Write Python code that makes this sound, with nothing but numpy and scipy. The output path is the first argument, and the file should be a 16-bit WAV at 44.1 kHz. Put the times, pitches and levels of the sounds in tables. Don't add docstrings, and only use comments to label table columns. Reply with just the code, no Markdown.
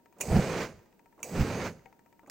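import sys
import numpy as np
from scipy import signal
from scipy.fft import rfft, irfft, next_fast_len
from scipy.io import wavfile
from scipy.ndimage import uniform_filter1d, map_coordinates

SR = 44100
rng = np.random.default_rng(int(sys.argv[2]) if len(sys.argv) > 2 else 0)


def to_wav(sig):
    pcm = np.clip(np.atleast_2d(sig), -1, 1) * 32767
    pcm = np.round(pcm).astype(np.int16)
    wavfile.write(sys.argv[1], SR, pcm.T)


N = 101429
T = np.arange(N) / SR


def amp(db):
    return 10 ** (np.asarray(db) / 20)


def unit(x):
    return x / np.sqrt(np.mean(x ** 2) + 1e-20)


def along(points, hz):
    f, v = np.transpose(points)
    return np.interp(np.log(hz + 1), np.log(f + 1), v)


def wobble(rate):
    return map_coordinates(rng.standard_normal(2000), [T * rate], mode="mirror")


def filtered(x, response):
    size = next_fast_len(N + SR // 2)
    return irfft(rfft(x, size) * response(np.fft.rfftfreq(size, 1 / SR)), size)[..., :N]


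def swell(start, stop, rise, slope, fall):
    held = np.clip(T, start, stop) - (start + stop) / 2
    return amp(slope * held - rise * np.maximum(start - T, 0) - fall * np.maximum(T - stop, 0))


def fade(start, t60):
    return (T >= start) * amp(-60 * np.maximum(T - start, 0) / t60)


def gaussian(offset, width):
    return np.exp(-(offset / width) ** 2 / 2)


def ring(start, modes, pitch=1, length=1):
    t = np.arange(SR // 3) / SR
    scatter_db = rng.normal(0, 1.5, len(modes))
    tone = sum(amp(db + extra - 60 * t / (t60 * length)) * np.sin(2 * np.pi * hz * pitch * t)
               for (hz, db, t60), extra in zip(modes, scatter_db))
    return np.pad(tone, (round(start * SR), N))[:N]


# (frequency [Hz], correlation [-1 to 1])
SOURCE_CORRELATION = [(100, .998), (600, .992), (1300, .955), (2600, .91), (5500, .76), (9000, .7),
                      (14000, -.35)]
def noise(spectrum, correlation=SOURCE_CORRELATION):
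    def mid_side_gains(hz):
        angle = np.arccos(np.clip(along(correlation, hz), -1, 1)) / 2
        return amp(along(spectrum, hz)) * [np.cos(angle), np.sin(angle)]
    mid, side = filtered(rng.standard_normal((2, N)), mid_side_gains)
    pair = np.array([mid + side, mid - side])
    local_power = uniform_filter1d(np.mean(pair ** 2, axis=0), size=1100)
    return unit(pair / np.sqrt(np.abs(local_power) + 1e-20))


# (full at [s], spent at [s], rise [dB/s], burn level [dB], push level [dB])
FIREBALLS = [(0.319, 0.396, 432, -22, -34.5), (1.394, 1.424, 521, -26.5, -26.5)]
# (frequency [Hz], level [dB])
BURN_SPECTRUM = [(20, -31), (45, -5), (75, -0.5), (135, 2.5), (205, 4.5), (310, -19.5), (520, -15),
                 (800, -15.5), (1200, -41), (3000, -67), (9000, -52)]
PUSH_SPECTRUM = [(15, 0), (35, 2), (52, 3.5), (80, 2.5), (120, -4), (220, -31), (600, -57)]
def fireball(lumps_db=-1.5, lump_rate_hz=90):
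    burn, push = np.zeros((2, N))
    for full, spent, rise, burn_db, push_db in FIREBALLS:
        burn += amp(burn_db) * swell(full, spent, rise, slope=67, fall=955)
        push += amp(push_db) * swell(full, spent, rise=560.5, slope=101, fall=812)
    lumps = amp(lumps_db * wobble(lump_rate_hz))
    return burn * lumps * noise(BURN_SPECTRUM) + push * noise(PUSH_SPECTRUM)


# (valve opens [s], fuel catches [s], column stands [s], valve shuts [s],
# jet level [dB], roar level [dB], rumble level [dB], roar decay [dB/s])
BURSTS = [(0.204, 0.3, 0.33, 0.62, -43, -35.5, -36.5, 231.5),
          (1.237, 1.342, 1.361, 1.6673, -47, -38, -35.5, 405)]
# (frequency [Hz], level [dB])
ROAR_SPECTRUM = [(100, -6), (300, 5.5), (480, 13.5), (750, 4), (1100, 3), (1700, 0.5), (2400, -1.5),
                 (3300, -11), (4600, -10), (6500, -15), (8500, -24), (11000, -56.5), (16000, -29)]
RUMBLE_SPECTRUM = [(20, -22), (50, -10), (110, -1), (190, 2), (320, -9), (480, -8), (750, -20.5),
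                   (1500, -53.5), (5000, -45.5)]
def column(crackle_db=1.3, crackle_rate_hz=450, linger_s=0.0024):
    roar, rumble = np.zeros((2, N))
    for _, catches, stands, shuts, _, roar_db, rumble_db, decay in BURSTS:
        roar += amp(roar_db) * swell(stands, shuts, rise=223, slope=7, fall=decay)
        rumble += amp(rumble_db) * swell(catches, shuts + linger_s, rise=340.5, slope=-14.5, fall=215)
    crackle = amp(crackle_db * wobble(crackle_rate_hz))
    return roar * crackle * noise(ROAR_SPECTRUM) + rumble * noise(RUMBLE_SPECTRUM)


# (time [s], half length [s], level [dB], tilt [dB/octave])
FLARES = [(0.368, 0.011, -40, 0), (0.616, 0.038, -42, -1), (1.411, 0.015, -38, 1),
          (1.664, 0.022, -40.5, -1.5)]
# (frequency [Hz], level [dB])
FLARE_SPECTRUM = [(200, -2), (700, -0.5), (1800, 5), (2500, -0.5), (3400, -11.5), (5000, -6.5), (7000, -8),
                  (10500, -36.5), (15500, -6.5)]
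def flares():
    out = np.zeros((2, N))
    for time, half, db, tilt in FLARES:
        spectrum = [(hz, level + tilt * np.log2(hz)) for hz, level in FLARE_SPECTRUM]
        out += amp(db) * gaussian(T - time, half) * noise(spectrum)
    return out


# (time [s], half length [s], level [dB], centre frequency [Hz])
BILLOWS = [(0.698, .015, -47.5, 180), (.765, .025, -53, 70.3), (1.708, 0.03, -46.5, 165),
           (1.8, .014, -58, 150)]
def billows(log_width=.45):
    out = np.zeros((2, N))
    for time, half, db, hz in BILLOWS:
        band = filtered(noise(RUMBLE_SPECTRUM), lambda f: gaussian(np.log((f + 1) / hz), log_width))
        out += amp(db) * gaussian(T - time, half) * unit(band)
    return out


# (frequency [Hz], level [dB])
JET_SPECTRUM = [(30, -26), (90, -9), (200, 7.5), (470, 17.5), (700, 11.5), (1000, 3.5), (1500, -12),
                (2250, 1.5), (3300, -14.5), (4800, -0.5), (5400, -6), (6400, 3), (7300, -3.5), (8000, -8),
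                (9000, -9), (11500, -14.5), (15400, -12.5)]
# (start [s], stop [s], frequency [Hz], level [dB])
WHISTLES = [(0.22, 0.487, 8070, -56.5), (1.236, 1.486, 7920, -60.5), (1.522, 1.664, 6430, -56)]
def jet(relative_half_width=.028):
    flow = sum(amp(db) * (T > opens) * swell(opens, shuts, rise=0, slope=-2, fall=167)
               for opens, _, _, shuts, db, *_ in BURSTS)
    out = flow * noise(JET_SPECTRUM)
    for start, stop, hz, db in WHISTLES:
        tone = filtered(noise(JET_SPECTRUM), lambda f: 1 / (1 + ((f / hz - 1) / relative_half_width) ** 2))
        out += amp(db) * unit(tone) * swell(start, stop, rise=902, slope=-8, fall=350)
    return out


# (frequency [Hz], level [dB])
SIZZLE_SPECTRUM = [(6000, -48.5), (11500, -20.5), (13500, -8), (15000, 2.5), (15800, -3)]
def sizzle(burst_levels_db=(-56, -57.5)):
    flow = sum(amp(db) * (T > opens) * swell(opens, shuts, rise=0, slope=-25.5, fall=202)
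               for (opens, _, _, shuts, *_), db in zip(BURSTS, burst_levels_db))
    return flow * noise(SIZZLE_SPECTRUM)


# (time [s], level [dB], pitch [ratio], decay time [ratio])
CLACKS = [(0.209, -31, 1.05, 1.05), (.2125, -31.5, 1.03, 0.94), (1.2297, -33.5, 0.99, .9),
          (1.243, -45, .97, .8), (2.2985, -41, 0.77, 0.82)]
# (time [s], thud level [dB], tick level [dB])
KNOCKS = [(0.164, -54.5, -78), (0.185, -53, -57.5), (0.201, -52, -52), (1.178, -52, -75.5),
          (1.202, -52, -62.5), (2.229, -54.5, -81.5), (2.273, -48.5, -59.5)]
# (frequency [Hz], level [dB], t60 [s])
VALVE_MODES = [(2367, -2.5, 0.067), (2650, -8, 0.06), (6000, -8.5, 0.12), (6750, 0.5, 0.061),
               (6960, -13.5, .06), (7880, -55, .06), (9650, -12, 0.068), (15000, -33, .035)]
# (frequency [Hz], level [dB])
CRACK_SPECTRUM = [(40, -38.5), (200, -22), (1000, -2.5), (1700, -16.5), (2500, 4.5), (3700, -23),
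                  (5300, -17), (6000, 1.5), (6900, 2.5), (9500, -6.5), (12000, -10), (15300, -0.5)]
THUD_SPECTRUM = [(40, -27.5), (100, -8.5), (220, 8.5), (550, 5.5), (1200, -1), (2000, -20.5), (5000, -31),
                 (16000, -51.5)]
def valves(crack_db=2, rattle_db=-11, ring_db=-3, thud_rise_s=.004):
    crack, thud = noise(CRACK_SPECTRUM), noise(THUD_SPECTRUM)
    out = np.zeros((2, N))
    for time, db, pitch, length in CLACKS:
        blow = amp(crack_db) * fade(time, t60=0.027 * length)
        rattle = amp(rattle_db) * fade(time, t60=0.16 * length)
        metal = amp(ring_db) * ring(time, VALVE_MODES, pitch, length)
        out += amp(db) * (metal + (blow + rattle) * crack)
    for time, thud_db, tick_db in KNOCKS:
        onset = np.clip((T - time) / thud_rise_s, 0, 1)
        out += amp(thud_db) * thud * onset * fade(time, t60=.13)
        out += amp(tick_db) * crack * fade(time, t60=0.054)
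    return out


# (time [s], snap level [dB], ring level [dB])
SPARKS = [(0, -75, -65), (.059, -54, -58.5), (.126, -55.5, -60), (0.791, -57.5, -66), (0.86, -59.5, -72),
          (.927, -62.5, -68), (0.994, -53.5, -65), (1.059, -56, -58.5), (1.126, -59.5, -63.5),
          (1.192, -53.5, -63.5), (1.794, -59, -63.5), (1.858, -50, -60.5), (1.927, -54.5, -61.5),
          (1.993, -55, -60), (2.061, -56, -58.5), (2.127, -56, -61), (2.194, -56, -59.5),
          (2.262, -55.5, -82)]
# (frequency [Hz], level [dB])
SNAP_SPECTRUM = [(150, -13), (500, 0), (900, 10), (1400, -6.5), (1900, 5), (2500, 0), (3300, -20),
                 (5000, -15), (7000, -10.5), (10000, -25.5), (16000, -21)]
# (frequency [Hz], level [dB], t60 [s])
HEAD_MODES = [(770, -15.5, .12), (933, -0.5, 0.17), (1324, -9, .07), (1720, -4.5, 0.02),
              (2430, -15.5, 0.05)]
CUP_MODES = [(482, -3.5, .07), (772, -3, .13), (870, -3.5, 0.037), (1900, -8.5, .04), (2200, -2, 0.032)]
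def igniters(snap_gain_db=-2, pop_s=1.860, pop_db=-49):
    snap = amp(snap_gain_db) * noise(SNAP_SPECTRUM)
    ticks = sum(amp(snap_db) * snap * fade(time, t60=0.024) + amp(ring_db) * ring(time, HEAD_MODES)
                for time, snap_db, ring_db in SPARKS)
    return ticks + amp(pop_db) * ring(pop_s, CUP_MODES)


# (frequency [Hz], t60 [s])
ECHO_DECAY = [(150, 0.85), (600, 0.96), (2000, 0.8), (7000, 0.86), (15000, 0.21)]
def echo(x, level_db=-22.5, delay_samples=SR // 70):
    hz, t, bands = signal.stft(rng.standard_normal((2, SR)), SR, nperseg=256)
    decay = amp(-60 * t / along(ECHO_DECAY, hz)[:, None])
    common, spread = signal.istft(bands * decay, SR, nperseg=256)[1]
    tail = np.array([common + 0.76 * spread, common - 0.13 * spread])
    tail /= np.linalg.norm(tail[0])
    delayed = np.pad(x, ((0, 0), (delay_samples, 0)))
    return amp(level_db) * signal.fftconvolve(delayed, tail, axes=1)[:, :N]


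# (frequency [Hz], level [dB])
NIGHT_SPECTRUM = [(15, -38), (25, -6), (96, -11), (241, -1), (977, -14), (1120, -25), (1870, -22.5),
                  (2250, -26.5), (2720, -25.5), (3200, -31), (8000, -29.5), (10800, -36.5), (15700, -21.5)]
# (frequency [Hz], correlation [-1 to 1])
NIGHT_CORRELATION = [(100, 0.68), (1000, 0.31), (4000, 0.13), (12000, .1)]
def night_air(level_db=-65.5):
    return amp(level_db) * noise(NIGHT_SPECTRUM, NIGHT_CORRELATION)


# (frequency [Hz], left over right [dB])
FLAME_BALANCE = [(60, -4), (110, -2.5), (200, -2.5), (380, -2.5), (700, -1.5), (1290, -2), (2380, -7),
                 (4400, -4.5), (8120, -6), (15000, -1)]
def scene(igniter_left_db=7):
    sides = np.array([[.5], [-.5]])
    flames = valves() + jet() + sizzle() + fireball() + column() + flares() + billows()
    direct = filtered(flames, lambda hz: amp(sides * along(FLAME_BALANCE, hz)))
    direct += igniters() * amp(sides * igniter_left_db)
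    return direct + echo(direct) + night_air()


def record(dry, cutoff_hz=15850):
    return filtered(dry, lambda hz: hz < cutoff_hz)


dry = scene()
out = record(dry)
to_wav(out)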